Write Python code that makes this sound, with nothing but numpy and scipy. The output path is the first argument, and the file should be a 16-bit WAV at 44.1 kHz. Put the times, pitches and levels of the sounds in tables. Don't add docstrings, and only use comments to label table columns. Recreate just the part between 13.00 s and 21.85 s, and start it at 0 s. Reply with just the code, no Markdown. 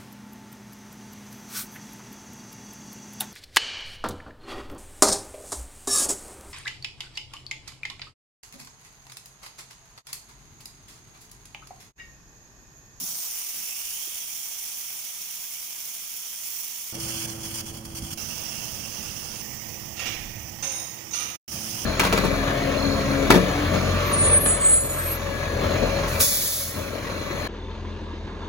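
import sys
import numpy as np
from scipy import signal
from scipy.fft import rfft, irfft, next_fast_len
from scipy.io import wavfile
from scipy.ndimage import uniform_filter1d

SR = 44100
rng = np.random.default_rng(int(sys.argv[2]) if len(sys.argv) > 2 else 0)


def log_audio(samples):
    frames = np.atleast_2d(samples).T
    limited = np.clip(frames, -1, 1)
    pcm = np.round(limited * 32767).astype(np.int16)
    wavfile.write(sys.argv[1], SR, pcm)


N = 390285
TIME = np.arange(N) / SR
AT_PANEL_S, AT_GAUGE_S, STEP_BACK_S = 3.926, 5.174, 6.42
DROP_OUT_S, RETURN_S, PAST_END_S = 8.359, 8.479, 10
PANEL_RIGHT_DB, PANEL_FALL_DB_PER_S = -1.1, 6


def amp(db):
    return 10 ** (np.asarray(db) / 20)


def evened(x):
    return x / np.sqrt(np.mean(x ** 2) + 1e-20)


def at_pitch(table, hz):
    row_hz, *columns = np.transpose(table)
    return np.array([np.interp(np.log(hz + 1), np.log(row_hz + 1), c) for c in columns])


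def at_time(table, t):
    return np.interp(t, *np.transpose(table))


def between(start, end, edge_s=0.002):
    return np.clip(np.minimum(TIME - start, end - TIME) / edge_s + .5, 0, 1)


def eased(t, at_s, span_s):
    return .5 + .5 * np.tanh((t - at_s) / (2 * span_s))


def bell(x, centre, width, db):
    return db * np.exp(-((x - centre) / width) ** 2)


def wander(per_s):
    times = np.arange(0, PAST_END_S, 1 / per_s)
    return evened(np.interp(TIME, times, rng.standard_normal(4000)[:len(times)]))


def add(mix, start_s, sound):
    part = mix[max(round(start_s * SR), 0):][:len(sound)]
    part += sound[:len(part)]


def coloured(x, spectrum):
    size = next_fast_len(x.shape[-1] + 4096)
    gain = amp(at_pitch(spectrum, np.fft.rfftfreq(size, 1 / SR))[0])
    return irfft(rfft(x, size) * gain, size)[..., :x.shape[-1]]


def noise_pair(likeness, size=N):
    left, other = rng.standard_normal((2, size)) * np.sqrt(SR / 2)
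    return np.array([left, likeness * left + np.sqrt(1 - likeness ** 2) * other])


def jet(start, end, colour, change, likeness, patchy_db, flicker_db):
    first, last = max(int(start * SR) - 1024, 0), min(int(end * SR) + 1024, N)
    hz, t, slices = signal.stft(noise_pair(likeness, last - first), SR, nperseg=512, noverlap=384)
    t, hz = t + first / SR, hz[:, None]
    level_db = at_pitch(colour, hz) + change(t - start, hz)
    swirls = uniform_filter1d(rng.standard_normal(slices.shape[1:]), size=4, axis=0)
    swirls = uniform_filter1d(swirls, size=12, axis=1)
    flicker = uniform_filter1d(rng.standard_normal(len(t)), size=4)
    level_db += patchy_db * evened(swirls) + flicker_db * evened(flicker)
    slices = slices * amp(level_db) * hz ** 2 / (hz ** 2 + 230 ** 2)
    hiss = np.zeros((2, N))
    hiss[:, first:last] = signal.istft(slices, nperseg=512, noverlap=384)[1][:, :last - first]
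    return hiss * between(start, end)


def near_echoes(x, echo_db, count=14):
    echoes = np.zeros((2, SR // 50))
    delays = rng.integers(SR // 400, echoes.shape[1], (2, count))
    strengths = rng.choice([-1., 1.], delays.shape) * amp(echo_db) / np.sqrt(count)
    np.put_along_axis(echoes, delays, strengths, axis=1)
    echoes[:, 0] = 1
    return signal.oaconvolve(x, echoes / np.linalg.norm(echoes[0]), axes=1)[:, :N]


def steel_echo_db(t, hz):
    # time_s, lag_ms
    echo_lag = [(0.05, .295), (.18, .225), (.26, .255), (.42, .45), (.57, .505), (.68, .395), (.92, .305)]
    lag_s = at_time(echo_lag, t) / 1000
    nearness = np.exp(-abs(t - .28) / .6)
    echo = .7 * nearness
    ripple = abs(1 + echo * np.exp(2j * np.pi * hz * lag_s)) / np.sqrt(1 + echo ** 2)
    return 20 * np.log10(ripple) + nearness * bell(hz, centre=9160, width=740, db=3.6)


def valve_hollow_db(t, hz, from_hz=2760, to_hz=3290, passed_s=0.95):
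    pitch_hz = from_hz + (to_hz - from_hz) * eased(t, passed_s, span_s=.04)
    lift_db = 3.5 + bell(t, passed_s, width=.42, db=5)
    return bell(hz, pitch_hz, width=250, db=lift_db)


def passing_wand_db(t, hz):
    # pitch_hz, width_hz, lift_db
    left_peaks = [(7060, 280, 2), (7760, 340, -3), (10140, 600, 2.5)]
    # time_s, lift_db
    right_treble = [(0.3, -5), (.47, -4), (1.0, 6.5), (2.3, -0.5), (3.3, 0), (3.45, 6), (3.9, 2)]
    settling = np.exp(-t)
    swell = eased(t, 3.43, span_s=0.022) * (1 - eased(t, 3.69, span_s=0.033))
    both_db = -0.69 + swell * (1.25 + bell(hz, centre=15000, width=610, db=5.5))
    left_db = 4.5 * settling + steel_echo_db(t, hz) + sum(bell(hz, *peak) for peak in left_peaks)
    clear = eased(t, 0.14, span_s=0.16)
    hidden_db = bell(hz, centre=2750, width=800, db=-18)
    right_db = 4 * settling + (1 - clear) * hidden_db + clear * valve_hollow_db(t, hz)
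    right_db += bell(hz, centre=9100, width=1700, db=at_time(right_treble, t))
    return both_db + np.array([left_db, right_db])


def steam_at_wand():
    # pitch_hz, left_db, right_db
    colour = [(406, -107.5, -87.5), (786, -86.5, -85), (1800, -90.5, -86.5), (2200, -91, -76.5),
              (3330, -82.5, -78), (4000, -90.5, -82.5), (5000, -84.5, -76), (5730, -83.5, -68),
              (7250, -79, -74), (7620, -78.5, -83), (10260, -73, -86), (10600, -78, -81.5),
              (14240, -78.5, -74), (14900.0, -79.5, -65), (15660, -89, -80.5)]
    hiss = jet(0, AT_PANEL_S, colour, passing_wand_db, likeness=0.2, patchy_db=1.0, flicker_db=0.79)
    return near_echoes(hiss, echo_db=-14.5)


def spitting(per_s=61, spread_db=5.0, burst_db=-14.5, fade_s=0.00076):
    drops = (rng.random(N) < per_s / SR) * amp(spread_db * np.minimum(rng.exponential(1, N), 3))
    bursts = signal.lfilter([1], [1, -np.exp(-1 / (fade_s * SR))], drops)
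    return 1 + amp(burst_db) * bursts


def low_bumps():
    # start_s, length_s, pitch_hz, level_db
    bumps = [(0, 0.065, 196, -48), (.04, 0.17, 167, -58.5), (.5, 0.17, 200, -62), (.72, 0.36, 35, -65),
             (1.065, 0.03, 380, -55), (3.921, .07, 231, -43), (4.95, 0.14, 76, -40), (4.96, 0.13, 182, -44),
             (5.105, 0.048, 109, -39), (7.02, 0.39, 32, -46), (7.149, 0.56, 78, -49)]
    thuds = np.zeros(N)
    for start_s, length_s, hz, db in bumps:
        band = signal.butter(3, [hz / 1.4, hz * 1.4], "band", fs=SR, output="sos")
        thud = signal.sosfilt(band, rng.standard_normal(SR))[-int(length_s * SR):]
        add(thuds, start_s, amp(db) * evened(thud * np.hanning(len(thud))))
    return thuds * amp([[-4], [0]])


def room_tone():
    # pitch_hz, level_db
    colour = [(15, -100), (60, -91), (130, -88.5), (220, -90), (400, -99), (1000, -110)]
    return coloured(noise_pair(likeness=0.51), colour)


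def standing(left_db, right_db, fall_db_per_s, bright, dulling, hollows=()):
    def change(t, hz):
        octaves = np.log2(np.maximum(hz, 1000) / 6000)
        singing_db = sum(bell(hz, *hollow) for hollow in hollows)
        both_db = (bright - dulling * t) * octaves - fall_db_per_s * t + singing_db
        return np.array([left_db + both_db, right_db + both_db])
    return change


def spurting(flutter_db=1.5):
    # start_s, end_s, level_db
    spurts = [(3.942, 3.975, 5), (3.999, 4.263, 6), (4.274, 4.339, 2), (4.405, 4.422, 5.5),
              (4.43, 4.542, 2.5), (4.539, 4.615, 5.5), (4.655, 4.706, 0), (4.77, 4.776, 2),
              (4.851, 4.862, 0.5), (4.949, 4.998, 1.5), (5.021, 5.099, -0.5), (5.104, 5.141, 2.7)]
    resting_db = PANEL_RIGHT_DB - PANEL_FALL_DB_PER_S * (TIME - AT_PANEL_S)
    lift_db = np.zeros(N)
    for start_s, end_s, db in spurts:
        shape = between(start_s, PAST_END_S, edge_s=.003) * between(0, end_s, edge_s=.014)
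        lift_db = np.maximum(lift_db, shape * (db - resting_db))
    return amp(lift_db + flutter_db * wander(90))


def steam_at_panel():
    # pitch_hz, left_db, right_db
    colour = [(580, -69.5, -68.5), (1860, -88.5, -79.5), (2800, -90, -74.5), (3340, -84, -71),
              (3690, -101, -91), (4500, -90, -76), (5970, -79.5, -71.5), (7470, -83, -78),
              (7860, -86, -94.5), (8570, -75.5, -76), (10600, -77.5, -89), (13900.0, -87.5, -79.5),
              (15100, -81.0, -81), (15700.0, -79, -80)]
    change = standing(-1.4, PANEL_RIGHT_DB, PANEL_FALL_DB_PER_S, bright=0, dulling=0.16)
    hiss = jet(AT_PANEL_S, AT_GAUGE_S, colour, change, likeness=0.061, patchy_db=1.4, flicker_db=-0.5)
    hiss = near_echoes(hiss, echo_db=-15.5)
    rush = coloured(hiss, [(700, 0.5), (1400, -4.5), (2500, -10), (5000, -44)])
    return (hiss - rush) * spurting() + amp(-1.5) * rush


def pump(pump_hz=110, mains_hz=120, ring_fall_db_per_s=6.5, hum_fall_db_per_s=4):
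    # multiple of pump_hz, level_db
    overtones = [(2, -51.5), (4, -67.5), (5, -62), (6, -81), (7, -63.5), (8, -66.5), (9, -78)]
    # pitch_hz, level_db
    rumble_colour = [(15, -71), (35, -75), (65, -64.5), (110, -62.5), (190, -66.5), (260, -71),
                     (380, -85.5), (600, -92.5), (1200, -110)]
    # rumble_db, hum_db, ring_db
    place_levels = [(0.3, 5, -40.5), (0.5, 0.5, -54.5), (-.5, 0.5, -53), (1.5, 5, -51)]
    place = np.searchsorted([AT_GAUGE_S, STEP_BACK_S, RETURN_S], TIME)
    rumble_db, hum_db, ring_db = uniform_filter1d(np.array(place_levels, float)[place].T, 900, axis=1)
    stood_s = (TIME - AT_PANEL_S) * between(AT_PANEL_S, AT_GAUGE_S, edge_s=0.022)
    dip_db = -6 * between(7.7, 8.42, edge_s=0.16)
    phase = 2 * np.pi * np.cumsum(pump_hz * (1 + 0.00197 * wander(9))) / SR
    hum = sum(amp(db + 1.26 * wander(12)) * np.sin(multiple * phase) for multiple, db in overtones)
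    hum += amp(-50.5 + 1.9 * wander(8.6)) * np.sin(2 * np.pi * mains_hz * TIME)
    hum *= amp(hum_db + dip_db - hum_fall_db_per_s * stood_s)
    ring = amp(ring_db - ring_fall_db_per_s * stood_s + 1.2 * wander(10)) * np.sin(3 * phase)
    rumble = coloured(noise_pair(likeness=0.98), rumble_colour) * amp(rumble_db + dip_db + wander(17))
    left_db = -4.5 - 7.3 * between(AT_GAUGE_S, RETURN_S)
    ears = np.array([amp(left_db), np.ones(N)])
    return (np.sqrt(2) * (hum + ring) + rumble) * ears * between(AT_PANEL_S, PAST_END_S)


def steam_at_gauge():
    # pitch_hz, left_db, right_db
    near_colour = [(600, -83, -73.5), (1800, -91.5, -80.0), (2730, -90, -72.5), (3350, -85, -74.5),
                   (3630, -93, -83), (4380, -91, -80), (5260, -84, -66.5), (6160, -88, -67.5),
                   (8000, -90, -82.5), (9440, -76, -78.5), (10550, -87, -80.5), (12800.0, -88.5, -83),
                   (15000.0, -90, -72), (15700.0, -103.0, -76)]
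    far_colour = [(550.0, -89.5, -76), (780.0, -85.5, -76.5), (1600, -102, -86.5), (1980, -95, -78),
                  (3160, -96, -80.5), (3980, -101.0, -91), (5200, -94, -75.5), (5980, -94.5, -73.5),
                  (7830, -94.0, -86), (9200, -85, -89), (10200.0, -92, -86.5), (14000, -96.5, -82.5),
                  (15300, -97, -71), (15500, -101.0, -86)]
    # pitch_hz, width_hz, lift_db
    near_hollows = [(2700, 120, 5), (5230, 76, 7), (5960, 90, -1.5), (2500, 110, -3.5), (5280, 96, -9.5)]
    far_hollows = [(1880, 95, 6.4), (2200, 31, 1.3), (5840, 100, 4), (7100, 160, 4.5), (13600, 130, 4)]
    near = standing(3.1, 2.1, fall_db_per_s=1.95, bright=.15, dulling=0.23, hollows=near_hollows)
    far = standing(1.9, 3.5, fall_db_per_s=2.14, bright=0.43, dulling=0.67, hollows=far_hollows)
    near_again = standing(5.5, 2.4, fall_db_per_s=1, bright=0.48, dulling=.1)
    places = [(AT_GAUGE_S, STEP_BACK_S, near_colour, near),
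              (STEP_BACK_S, RETURN_S, far_colour, far),
              (RETURN_S, PAST_END_S, near_colour, near_again)]
    hiss = sum(jet(*place, likeness=0.1, patchy_db=1.38, flicker_db=0.68) for place in places)
    return near_echoes(hiss, echo_db=-7.5)


def ringing(tones, t, rocking=0.6):
    ring = np.zeros(len(t))
    for hz, db, fade_s in tones:
        real, imag = uniform_filter1d(rng.standard_normal((2, len(t))), size=500, axis=1)
        waver = np.exp(2j * np.pi * rng.random()) + rocking * evened(real + 1j * imag)
        fade = amp(db - 60 * t / fade_s) / np.sqrt(fade_s)
        ring += fade * (waver * np.exp(2j * np.pi * hz * t)).real
    return ring / np.linalg.norm(ring)


def room_echo(x):
    # pitch_hz, fade_s
    fade_times = [(200, 0.68), (2500, 0.92), (6000, 0.59), (14000, 0.62)]
    hz, t, slices = signal.stft(rng.standard_normal((2, SR)), SR, nperseg=256)
    tail = signal.istft(slices * amp(-60 * t / at_pitch(fade_times, hz[:, None])), SR, nperseg=256)[1]
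    return signal.fftconvolve(x[None], tail / np.linalg.norm(tail[0]), axes=1)[:, :N]


def crockery(gain_db=13, direct_db=-10, clack_fade_s=0.047, clack_rise_s=0.0063):
    # start_s, clack_db, cup_db, saucer_db, spoon_db, counter_db
    knocks = [(6.965, -9.5, -43, -32, -36, -32), (6.992, -3.5, -40, -35, -40, -19.5),
              (7.056, -1.5, -32, -24, -40, -22.5), (7.626, -5.5, -1.5, -19, -23.5, -15),
              (7.716, -29, -10, -24, -14, -20), (7.775, -26, -16, -29, -22.5, -43),
              (8.11, -28, -10, -27, -29, -40), (8.134, -6, -10, -3.5, -17.5, -32),
              (8.195, -10, -22, -11.5, -15, -23.5)]
    # pitch_hz, share_db, fade_s (time to fall 60 dB)
    cup = [(2000, -23, .3), (3799, -11, 0.26), (5225, -3.5, 0.17), (5600, -7.5, .1), (6100, 0, .3),
           (6200, -1, 0.079), (6610, 2, 1), (8580, -14.5, 0.14)]
    saucer = [(1250, -8.5, 0.8), (2370, -7, .4), (2796, -11, .25), (3554, -13, .4), (4240, -8.5, 0.16),
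              (5230, -5, .25), (5660, -3, 0.14), (5960, -1, 0.18), (6040, 3.5, 0.064), (6570, 0, .15),
              (13000, -14.5, .3)]
    spoon = [(3799, -10, 0.2), (9484, -3.5, 0.42), (13160, -9, 0.18), (13700, -13, .2)]
    counter = [(479, -0.5, 0.088), (551, 4, 0.093), (686, -1, 0.036), (760, 10, 0.045), (948, 0, 0.18)]
    # pitch_hz, gain_db
    clack_colour = [(100, -28), (400, -10.5), (750, -15.5), (1400, -7.5), (1900, -5.5), (2450, 0.5),
                    (3200, -0.5), (4000, -11), (5300, -4.5), (6500, -5.5), (8000, -16.5), (10000, -23),
                    (15000, -23)]
    left_shade = [(300, -7), (2500, -13.5), (6000, -13.5), (8000, -14), (9500, 4.5), (12000, -10)]
    pieces = (cup, saucer, spoon, counter)
    t = np.arange(SR // 3) / SR
    clacks, rings = np.zeros((2, N))
    for start_s, clack_db, *ring_db in knocks:
        shape = amp(-60 * t / clack_fade_s) * (1 - np.exp(-t / clack_rise_s))
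        clack = rng.standard_normal(len(t)) * shape
        add(clacks, start_s, amp(clack_db) * clack / np.linalg.norm(clack))
        add(rings, start_s, sum(amp(db) * ringing(tones, t) for db, tones in zip(ring_db, pieces)))
    direct = amp(5.5) * coloured(clacks, clack_colour) + rings
    left, right = amp(gain_db) * (room_echo(direct) + amp(direct_db) * direct)
    return np.array([coloured(left, left_shade), right])


def scene():
    steam = steam_at_wand() + steam_at_panel() + steam_at_gauge()
    steam = steam * spitting() * amp(0.23 * wander(7))
    return steam + pump() + crockery() + low_bumps() + room_tone()


def record(dry, top_hz=15780):
    drop_db = -70 * between(0, RETURN_S, edge_s=.0005) * np.clip((TIME - DROP_OUT_S) / .025, 0, 1)
    recovering_db = -4.5 * between(RETURN_S, 8.515)
    treble_cut = signal.firwin(511, top_hz, window=("kaiser", 9), fs=SR)
    return signal.oaconvolve(dry * amp(drop_db + recovering_db), treble_cut[None], "same")


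dry = scene()
out = record(dry)
log_audio(out)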